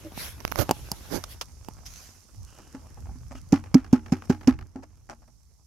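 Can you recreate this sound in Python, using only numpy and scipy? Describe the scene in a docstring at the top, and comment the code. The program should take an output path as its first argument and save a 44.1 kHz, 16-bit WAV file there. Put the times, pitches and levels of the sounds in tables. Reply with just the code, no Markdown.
"""On a grassy riverbank, over light gusts of wind and a thin hiss, fingers rub, tap and bump the camera
near its right microphone. Then a plastic bucket is lifted and turned over, knocking in the hands.
It is slapped six times on its bottom to empty it: each slap booms in the hollow, rings the walls
and makes the loose handle chatter. A few light knocks follow as the grip shifts."""
import sys
import numpy as np
from scipy import signal
from scipy.io import wavfile
from scipy.ndimage import uniform_filter1d

SR = 44100
rng = np.random.default_rng(int(sys.argv[2]) if len(sys.argv) > 2 else 0)


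def int16_out(signal):
    """Quantize to a 16-bit WAV file."""
    q = np.round(np.clip(np.atleast_2d(signal).T, -1, 1) * 32767)
    wavfile.write(sys.argv[1], SR, q.astype(np.int16))


N = 249859
TIME_S = np.arange(N) / SR
AGE_S = np.arange(SR // 2) / SR  # since a blow


def amp(db):
    """Decibels to gain."""
    return 10 ** (np.asarray(db) / 20)


def unit(x):
    """Scales to rms 1."""
    return x / np.sqrt(np.mean(x ** 2) + 1e-20)


def add(mix, start_s, sound):
    """Mixes a sound in at start_s."""
    part = mix[:, max(round(start_s * SR), 0):][:, :sound.shape[-1]]
    part += sound[..., :part.shape[1]]


def pan(side_db):
    """Stereo gains of mean 1; positive is left."""
    gains = amp([[side_db / 2], [-side_db / 2]])
    return gains / gains.mean()


def colour(x, spectrum, size=2048):
    """Minimum-phase filter of unit energy."""
    hz, db = np.transpose(spectrum)
    bin_hz = abs(np.fft.fftfreq(size, 1 / SR))
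    log_gain = np.log(amp(np.interp(np.log(bin_hz + 1), np.log(hz + 1), db)))
    taps = np.fft.ifft(np.exp(np.conj(signal.hilbert(log_gain)))).real[:size // 2]
    return signal.fftconvolve(x, taps[None] / np.linalg.norm(taps), axes=1)[:, :x.shape[1]]


def noise(count, alike):
    """Stereo white noise with correlation alike."""
    shared, *own = rng.standard_normal((3, count))
    return np.sqrt(alike) * shared + np.sqrt(1 - alike) * np.array(own)


def uneven(x, patchy_db, size=512):
    """Patches some 500 Hz wide and 40 ms long swell and sink."""
    bins = signal.stft(x, nperseg=size)[2]
    patches = uniform_filter1d(rng.standard_normal(bins.shape[1:]), size=6, axis=0)
    patches = unit(uniform_filter1d(patches, size=7, axis=1))
    return unit(signal.istft(bins * amp(patchy_db * patches), nperseg=size)[1][:, :N])


def level(curve):
    """Gain along a dB curve."""
    return amp(np.interp(TIME_S, *np.transpose(curve)))


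def stroke(peak_s, level_db, rise_s, hold_s, fall_s, depth_db=20.5, curve=1.52):
    """Gain that swells until peak_s, holds and lets go."""
    t = TIME_S - peak_s
    away = np.clip(np.maximum(-t / rise_s, (t - hold_s) / fall_s), 0, 10)
    return amp(level_db - depth_db * away ** curve)


def strokes(rows):
    """Summed gain of several strokes."""
    return sum(stroke(*row) for row in rows)


def fade(t60_s):
    """Exponential decay after a blow."""
    return np.exp(-np.log(1000) * AGE_S / t60_s)


def burst(t60_s, alike):
    """Decaying noise of one contact."""
    return noise(len(AGE_S), alike) * fade(t60_s)


def mode(hz, t60_s, rise_s):
    """A resonance set going by a soft blow."""
    return np.sin(2 * np.pi * hz * AGE_S) * fade(t60_s) * (1 - np.exp(-AGE_S / rise_s))


def friction(spectrum, slips_per_s, alike, smooth):
    """Tiny slips of uneven size over a smooth rub."""
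    slips = (rng.random(N) < slips_per_s / SR) * rng.standard_normal(N)
    return unit(colour(unit(slips) + smooth * noise(N, alike), spectrum))


def chatter(hits_per_s, smooth, decay_s=0.0017):
    """Irregular impacts of loose parts over smooth noise."""
    impacts = (rng.random(len(AGE_S)) < hits_per_s / SR) * rng.uniform(0.9, 1, len(AGE_S))
    envelope = unit(signal.lfilter([1], [1, -np.exp(-1 / (decay_s * SR))], impacts))
    return noise(len(AGE_S), 0.54) * (envelope + smooth) / np.hypot(1, smooth)


# hiss spectrum: freq_hz, density_db
HISS_SPECTRUM = [(2180, -28), (3700, -13), (5380, -0.5), (6150, 0.5), (6660, -3.5), (7580, -5), (8310, -12),
                 (9220, -5.5), (10600, -12), (12100, -8), (13900, -24), (15000, -24), (16000, -25.5)]
# hiss envelope: time_s, level_db
HISS_CURVE = [(0.4, -65), (0.49, -61.5), (1.07, -59), (1.64, -63.5), (2.07, -62), (2.23, -63.5),
              (3.55, -66.5), (3.86, -71), (4.3, -65), (4.62, -75), (5.18, -72), (5.67, -71.5)]
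def hiss(gain_db=3, crackle_db=-8):
    """Thin, high hiss with faint crackles."""
    steady = unit(colour(noise(N, 0.15), HISS_SPECTRUM))
    crackle = amp(crackle_db) * friction(HISS_SPECTRUM, slips_per_s=41, alike=0.3, smooth=0.1)
    return amp(gain_db) * uneven(steady + crackle, patchy_db=1.2) * level(HISS_CURVE) * pan(-5.5)


# rustle spectrum: freq_hz, density_db
RUSTLE_SPECTRUM = [(150, -3.5), (260, 0), (500, -7), (850, -7.5), (1150, -8.5), (1800, -15.5),
                   (2600, -17.5), (3400, -23.5), (6000, -46.5)]
# rustle envelope: time_s, level_db
RUSTLE_CURVE = [(0.0, -54), (0.16, -55), (0.61, -50.5), (0.76, -55), (1.23, -54), (1.5, -62), (1.96, -59.5),
                (2.22, -64), (2.9, -57), (3.38, -63.5), (3.68, -57.5), (4.42, -60.5), (4.81, -68),
                (5.67, -76.5)]
def rustle(gain_db=0.5):
    """Fine friction of handled things."""
    rub = friction(RUSTLE_SPECTRUM, slips_per_s=130, alike=0.31, smooth=1.4)
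    return amp(gain_db) * uneven(rub, patchy_db=2.5) * level(RUSTLE_CURVE) * pan(-0.25)


# wind spectrum: freq_hz, density_db
WIND_SPECTRUM = [(12, -47), (20, -16), (48, 5), (70, 5.5), (124, -2.5), (172, -12.5), (259, -23),
                 (300, -32), (390, -42.5), (660, -120)]
# steady wind: time_s, level_db
WIND_CURVE = [(0.0, -50), (0.66, -45.5), (1.56, -53), (1.83, -48.5), (2.27, -63), (3.19, -46.5),
              (3.98, -49), (4.31, -51), (5.21, -59), (5.67, -63.5)]
# gusts: peak_s, level_db, rise_s, hold_s, fall_s
WIND_GUSTS = [(2.382, -45.5, .06, 0.03, 0.085), (3.07, -49, .15, 0.047, 0.12),
              (4.525, -44, .05, 0.086, 0.07)]
def wind(gain_db=3.5):
    """Wind rumbles on the microphone ports."""
    rumble = unit(colour(noise(N, 0.44), WIND_SPECTRUM, size=16384))
    return amp(gain_db) * rumble * (level(WIND_CURVE) + strokes(WIND_GUSTS)) * pan(-2.3)


# creak envelope: peak_s, level_db, rise_s, hold_s, fall_s
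CREAK_STROKE = (.052, -39, .016, .02, .022)
def creak(pitch_hz=324.5, sag_hz_per_s=450, overtone_db=-7, overtone_ratio=1.86, rough=0.4):
    """A faint, rough two-tone creak that sags in pitch."""
    hz = np.maximum(pitch_hz - sag_hz_per_s * (TIME_S - CREAK_STROKE[0]), 0)
    phase = 2 * np.pi * np.cumsum(hz) / SR
    tone = np.sin(phase) + amp(overtone_db) * np.sin(overtone_ratio * phase)
    flutter = 1 + rough * unit(uniform_filter1d(rng.standard_normal(N), 120))
    return stroke(*CREAK_STROKE) * flutter * tone * pan(-1)


# skin rub spectra: freq_hz, density_db
GLIDE_SPECTRUM = [(88, -29), (150, -4.5), (190, -7.5), (578, -1.5), (649, -2.5), (745, -8.5), (1190, -7),
                  (1420, -1), (6020, -4.5), (8230, -12), (11500, -1), (16000, -18)]
BRUSH_SPECTRUM = [(240, -30), (400, -31), (626, -10), (801, -5), (879, -19), (994, -5.5), (3690, -9),
                  (6150, 1), (8370, -15), (11900, -6), (16000, -27)]
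# skin strokes: peak_s, level_db, rise_s, hold_s, fall_s
GLIDE_STROKES = [(.01, -54.5, .05, 0.051, .1), (0.209, -36, 0.069, 0.029, 0.11),
                 (0.52, -53, 0.25, 0.61, 0.35), (1.315, -46.5, 0.037, 0.0074, .035)]
BRUSH_STROKES = [(1.865, -41, 0.011, 0.0033, 0.02), (1.9, -50, 0.031, 0.1, 0.25)]
def case_rubs():
    """Skin glides over the camera case, then brushes lightly past."""
    glide = uneven(friction(GLIDE_SPECTRUM, slips_per_s=2700, alike=0.11, smooth=2.9), patchy_db=3)
    brush = uneven(friction(BRUSH_SPECTRUM, slips_per_s=440, alike=0.13, smooth=1.8), patchy_db=3)
    return strokes(GLIDE_STROKES) * glide * pan(-0.68) + strokes(BRUSH_STROKES) * brush * pan(-3)


# firm and light scrape spectra: freq_hz, density_db
SCRAPE_SPECTRA = [
    [(47, -33), (80, 10), (178, -12.5), (296, -2.5), (441, -18), (538, 1.5), (858, -12.5), (980, -20.5),
     (1070, -10.5), (3030, -23.5), (6030, -20), (8050, -30.5), (12800, -17.5), (15000, -26), (16000, -53)],
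    [(47, -13.5), (80, -4.5), (194, -7.5), (323, -23), (702, -8), (1170, -15), (1560, -13.5), (2900, -27),
     (6030, -19), (8410, -33.5), (11700, -21), (14000, -26.5), (16000, -51)],
]
# scrapes: peak_s, level_db, rise_s, hold_s, fall_s, firmness, judder_db
SCRAPE_STROKES = [(0.6, -24.5, 0.039, 0.015, 0.029, 0.97, -4.5),
                  (1.13, -34, 0.035, 0.033, 0.046, 0.15, -0.5)]
def port_scrapes(judder_hz=330, judder_t60_s=0.0087, jerks_per_s=180):
    """Skin scrapes and judders across the right port."""
    firm, light = (uneven(friction(spectrum, slips_per_s=2500, alike=0.47, smooth=1), patchy_db=2)
                   for spectrum in SCRAPE_SPECTRA)
    jerks = (rng.random(N) < jerks_per_s / SR) * rng.choice([-1, 1], N)
    judder = unit(signal.oaconvolve(jerks, mode(judder_hz, judder_t60_s, 0.00032))[:N])
    out = np.zeros((2, N))
    for *shape, firmness, judder_db in SCRAPE_STROKES:
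        out += stroke(*shape) * (firmness * firm + (1 - firmness) * light + amp(judder_db) * judder)
    return out * pan(-31)


# tick spectrum: freq_hz, density_db
TICK_SPECTRUM = [(100, 1), (500, -0.5), (1200, 1), (2400, -2), (3800, -11.5), (6000, -3.5), (8300, -34.5),
                 (12000, -5), (16000, -27.5)]
# skin ticks: start_s, level_db
SKIN_TICKS = [(0.404, -31.5), (.451, -17), (0.4781, -24.5), (.517, -21), (0.522, -22.5), (.558, -19.5),
              (0.5889, -15.5), (0.594, -21)]
def skin_ticks(t60_s=0.0053):
    """Skin sticks and lets go at the right port."""
    out = np.zeros((2, N))
    for start_s, level_db in SKIN_TICKS:
        add(out, start_s, amp(level_db) * pan(-28) * colour(burst(t60_s, alike=0.61), TICK_SPECTRUM))
    return out


# tap body and edge spectra: freq_hz, density_db
TAP_SPECTRUM = [(150, -19.5), (600, -3.5), (1300, 0.5), (2000, -7.5), (3300, -1), (8000, -18), (16000, -29)]
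EDGE_SPECTRUM = [(1000, -33), (3500, 5.5), (5200, 6), (6500, 1), (8300, -11), (12000, -4), (16000, -22)]
# nail taps: start_s, level_db, t60_s, side_db
NAIL_TAPS = [(1.239, -26.5, 0.018, -6), (1.412, -27, 0.051, -0.5), (1.647, -45, .012, -7)]
def nail_taps(edge_db=-4):
    """A fingernail taps the case; the bright edge sits to the right."""
    out = np.zeros((2, N))
    for start_s, level_db, t60_s, side_db in NAIL_TAPS:
        blow = burst(t60_s, alike=0.39)
        body = pan(side_db) * colour(blow, TAP_SPECTRUM)
        edge = amp(edge_db) * pan(-14) * colour(blow, EDGE_SPECTRUM)
        add(out, start_s, amp(level_db) * (body + edge))
    return out


# case and click spectra: freq_hz, density_db
CASE_SPECTRUM = [(40, -21.5), (170, 4), (270, 1), (500, -8), (720, -3), (880, 0.5), (1150, -11.5),
                 (1900, -23.5), (2300, -24.5), (2850, -17), (3500, -26.5), (16000, -39.5)]
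CLICK_SPECTRUM = [(500, -29.5), (3800, -21), (4800, 6.5), (5700, -4), (6700, 0), (7700, -6.5), (9500, -5),
                  (12500, -1), (16000, -12)]
# finger bumps: start_s, level_db, t60_s, side_db, click_db
FINGER_BUMPS = [(0.121, -40, 0.012, -1, -62), (0.177, -32.5, 0.009, -26, -58), (.408, -38, 0.017, -25, -52),
                (0.693, -17.5, 0.045, -1.5, -38), (0.7107, -13, 0.035, -1, -16.5),
                (0.9166, -29, 0.068, -2, -21), (1.686, -33.5, 0.014, -21, -42.5),
                (1.79, -48, 0.017, -9, -67)]
def finger_bumps(push=11, grit=0.78, ring_db=-31, click_t60_s=0.017):
    """Fingers bump the case, which thuds, clicks and rings faintly."""
    out = np.zeros((2, N))
    ring = amp(ring_db) * (mode(838, 0.25, 0.001) + mode(946, 0.1, 0.001))
    for start_s, level_db, t60_s, side_db, click_db in FINGER_BUMPS:
        blow = grit * burst(t60_s, alike=0.43) - push * (AGE_S == 0)
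        thud = amp(level_db) * (colour(blow, CASE_SPECTRUM) + ring)
        click = amp(click_db) * colour(burst(click_t60_s, alike=0.5), CLICK_SPECTRUM)
        add(out, start_s, pan(side_db) * (thud + click))
    return out


# slide spectrum: freq_hz, density_db
SLIDE_SPECTRUM = [(400, -7), (900, -2), (1500, 5), (2100, -9), (2900, 6), (3600, -11), (6000, 1),
                  (12000, -19.5)]
# palm slides: peak_s, level_db, rise_s, hold_s, fall_s
SLIDE_STROKES = [(2.486, -60.5, .04, 0.1, 0.29), (3.36, -50.5, .015, .005, 0.047)]
def palm_slides():
    """Palms slide on the bucket as it turns."""
    return strokes(SLIDE_STROKES) * friction(SLIDE_SPECTRUM, slips_per_s=650, alike=0.73, smooth=1)


# bucket wall modes: pitch_hz, level_db, t60_s
WALL_MODES = [(91.6, -3, 0.41), (229.7, 2.5, 0.21), (302, -4.5, 0.29), (369, 0, 0.13), (480, 1, 0.053),
              (569, -11.5, 0.1), (684, -6, .06), (783, 7, .05), (839, -3, 0.16), (1096, -8, 0.1),
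              (1110, -32.5, .1), (1310, -11, 0.11), (1545, -20.5, 0.13), (1590, -18, 0.057),
              (2010, -25, 0.063), (1950, -22.5, 0.055), (2800, -33, .06)]
def wall_ring(spread_db=6, grip_bend=0.007):
    """The wall rings, struck at a different spot and bent by the grip each time."""
    out = np.zeros((2, len(AGE_S)))
    for pitch_hz, level_db, t60_s in WALL_MODES:
        spot_db = spread_db * np.tanh(rng.standard_normal((2, 1)))
        bend = 1 + grip_bend * rng.standard_normal()
        out += amp(level_db + spot_db) * mode(pitch_hz * bend, t60_s, 0.0011)
    return out


# plastic clack spectrum: freq_hz, density_db
CLACK_SPECTRUM = [(100, 2.5), (350, -10.5), (620, 7.5), (880, 3.5), (1400, -1.5), (2300, -10),
                  (3600, -22.5), (5500, -11.5), (8300, -22), (12000, -35.5), (16000, -45)]
# grip knocks: start_s, clack_db, boom_db, ring_db
GRIP_KNOCKS = [(2.586, -48, -67, -55.5), (2.746, -42.5, -30, -48.5), (2.973, -56, -62, -52.5),
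               (3.056, -50.5, -57, -58), (3.091, -52.5, -51, -52), (3.156, -56, -39.5, -67),
               (3.31, -39, -39, -61), (3.35, -48, -37.5, -55.5), (4.757, -45.5, -28, -44.5),
               (4.787, -56, -40, -55), (4.8245, -43, -51, -57), (5.091, -33.5, -53.5, -52),
               (5.1068, -35.5, -54, -54), (5.22, -55, -72, -66), (5.277, -60, -66, -63.5)]
def grip_knocks(clack_t60_s=0.089, hollow_hz=260, hollow_t60_s=0.12, detune=0.025):
    """Shifting hands clack on the bucket and wake its wall and hollow."""
    out = np.zeros((2, N))
    for start_s, clack_db, boom_db, ring_db in GRIP_KNOCKS:
        contact = chatter(400, smooth=0.12) * fade(clack_t60_s) + 0.87 * burst(0.0052, alike=0.78)
        clack = amp(clack_db) * colour(contact, CLACK_SPECTRUM)
        boom = mode(hollow_hz * (1 + detune * rng.uniform(-1.2, 1)), hollow_t60_s, 0.00096)
        add(out, start_s, clack + amp(ring_db) * wall_ring() + amp(boom_db) * boom)
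    return out


# handle spectrum: freq_hz, density_db
HANDLE_SPECTRUM = [(100, -21.5), (500, 1.5), (850, 0), (1350, 4), (2200, -4), (2900, -7.5), (3700, -15),
                   (5500, -9), (8300, -24), (12000, -26.5), (16000, -33.5)]
def handle_bounces(gap_s=0.019, gap_ratio=0.69, step_db=-5, wall_db=-15, hollow_db=-9):
    """The handle hits the rim three times, ever sooner and weaker, faintly waking wall and hollow."""
    out = np.zeros((2, SR))
    hollow = amp(hollow_db) * mode(hz=255, t60_s=0.1, rise_s=0.002)
    at_s = 0
    for bounce in range(3):
        contact = chatter(818, smooth=0.88) * fade(0.027) + 0.3 * burst(0.0073, alike=0.75)
        hit = colour(contact, HANDLE_SPECTRUM) + amp(wall_db) * wall_ring() + hollow
        add(out, at_s, amp(bounce * step_db) * hit)
        at_s += gap_s * gap_ratio ** bounce * (1 + 0.15 * rng.uniform(-1.1, 1))
    return out


# smack spectrum: freq_hz, density_db
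SMACK_SPECTRUM = [(100, 9.5), (400, 11), (600, -3), (850, -2.5), (1400, -6.5), (2500, -5.5), (3600, -16),
                  (5200, -3), (6800, -6), (8300, -20), (12000, -19), (16000, -32)]
def skin_smack(level_db, usual_db=-23, usual_t60_s=0.047, halving_db=10.5):
    """Skin smacks plastic; the harder, the shorter."""
    t60_s = usual_t60_s * 0.5 ** ((level_db - usual_db) / halving_db)
    contact = noise(len(AGE_S), 0.45) * (fade(t60_s) + 0.5 * fade(0.003))
    return amp(level_db) * colour(contact, SMACK_SPECTRUM)


# slaps: start_s, smack_db, finger_db, palm_lag_s, palm_db, boom_db, boom_hz, rock_db, shake_db, flight_s
BUCKET_SLAPS = [(3.5249, -22, -5.5, 0.0043, 5, -2.5, 274.3, -46, -29.5, 0.11),
                (3.745, -14, 3.5, .0066, -1.5, 3, 258.8, -31, -37.5, .093),
                (3.9294, -24.5, -22.5, 0.0014, 2, 0, 251, -26, -32, 0.13),
                (4.1226, -27.5, -26, .0015, 1, -11, 250, -38, -35.5, .097),
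                (4.298, -30.5, -7, .0013, 0, -8, 250, -8.5, -33.5, .111),
                (4.4752, -20, -1, 0.0041, -14, 1.5, 254.2, -29, -32, 0.11)]
def bucket_slaps(dent_s=0.0024, wall_db=2, kick_s=0.029, kick_db=-6, landing_db=-39.5, cut_hz=60):
    """Fingers, then palm, dent the bottom; the hollow booms, the wall rings, the handle is thrown."""
    body, handle = np.zeros((2, 2, N))
    dent = -0.14 * np.sin(np.pi * np.minimum(AGE_S / dent_s, 1))
    thump = mode(hz=188, t60_s=0.022, rise_s=0.0021)
    rock = mode(hz=385, t60_s=0.045, rise_s=0.0031)  # an off-centre blow rocks the bottom
    for (start_s, smack_db, finger_db, palm_lag_s, palm_db,
         boom_db, boom_hz, rock_db, shake_db, flight_s) in BUCKET_SLAPS:
        palm_s = start_s + palm_lag_s
        add(body, start_s - 0.0012, skin_smack(smack_db) * pan(-3.5))
        for at_s, level_db in (start_s, finger_db), (palm_s, palm_db):
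            add(body, at_s - dent_s, amp(level_db) * dent * pan(-1.4))
            add(body, at_s, amp(level_db) * thump * pan(-1.5))
        boom = amp(boom_db) * mode(boom_hz, t60_s=0.076, rise_s=0.0023) + amp(rock_db) * rock
        buzz = colour(chatter(220, smooth=0.5) * fade(0.13), HANDLE_SPECTRUM)
        shake = amp(shake_db) * (amp(wall_db) * wall_ring() + buzz)
        add(body, palm_s, boom * pan(-2.2) + shake)
        add(handle, palm_s + kick_s, amp(shake_db + kick_db) * handle_bounces())
        add(handle, palm_s + flight_s, amp(landing_db) * handle_bounces())
    low_cut = signal.butter(2, cut_hz, "high", fs=SR, output="sos")  # a small body radiates little bass
    return signal.sosfilt(low_cut, body) + handle


def ports(x, hz=6000, q=1.6, left_db=-5, right_db=1.5):
    """Airborne sound has more upper treble in the right port than in the left."""
    treble = signal.lfilter(*signal.iirpeak(hz, q, SR), x)
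    return x + (amp([[left_db], [right_db]]) - 1) * treble


def scene():
    """Open air, no reverberation; touches come straight through the case."""
    airborne = hiss() + rustle() + wind() + creak() + palm_slides() + grip_knocks() + bucket_slaps()
    touches = case_rubs() + port_scrapes() + skin_ticks() + nail_taps() + finger_bumps()
    return ports(airborne) + touches


def record(dry):
    """Full-scale clip, then a 16 kHz low-pass."""
    low_pass = signal.firwin(301, 16000, window=("kaiser", 8), fs=SR)
    return signal.oaconvolve(np.clip(dry, -1, 1), low_pass[None], "same")


dry = scene()
out = record(dry)
int16_out(out)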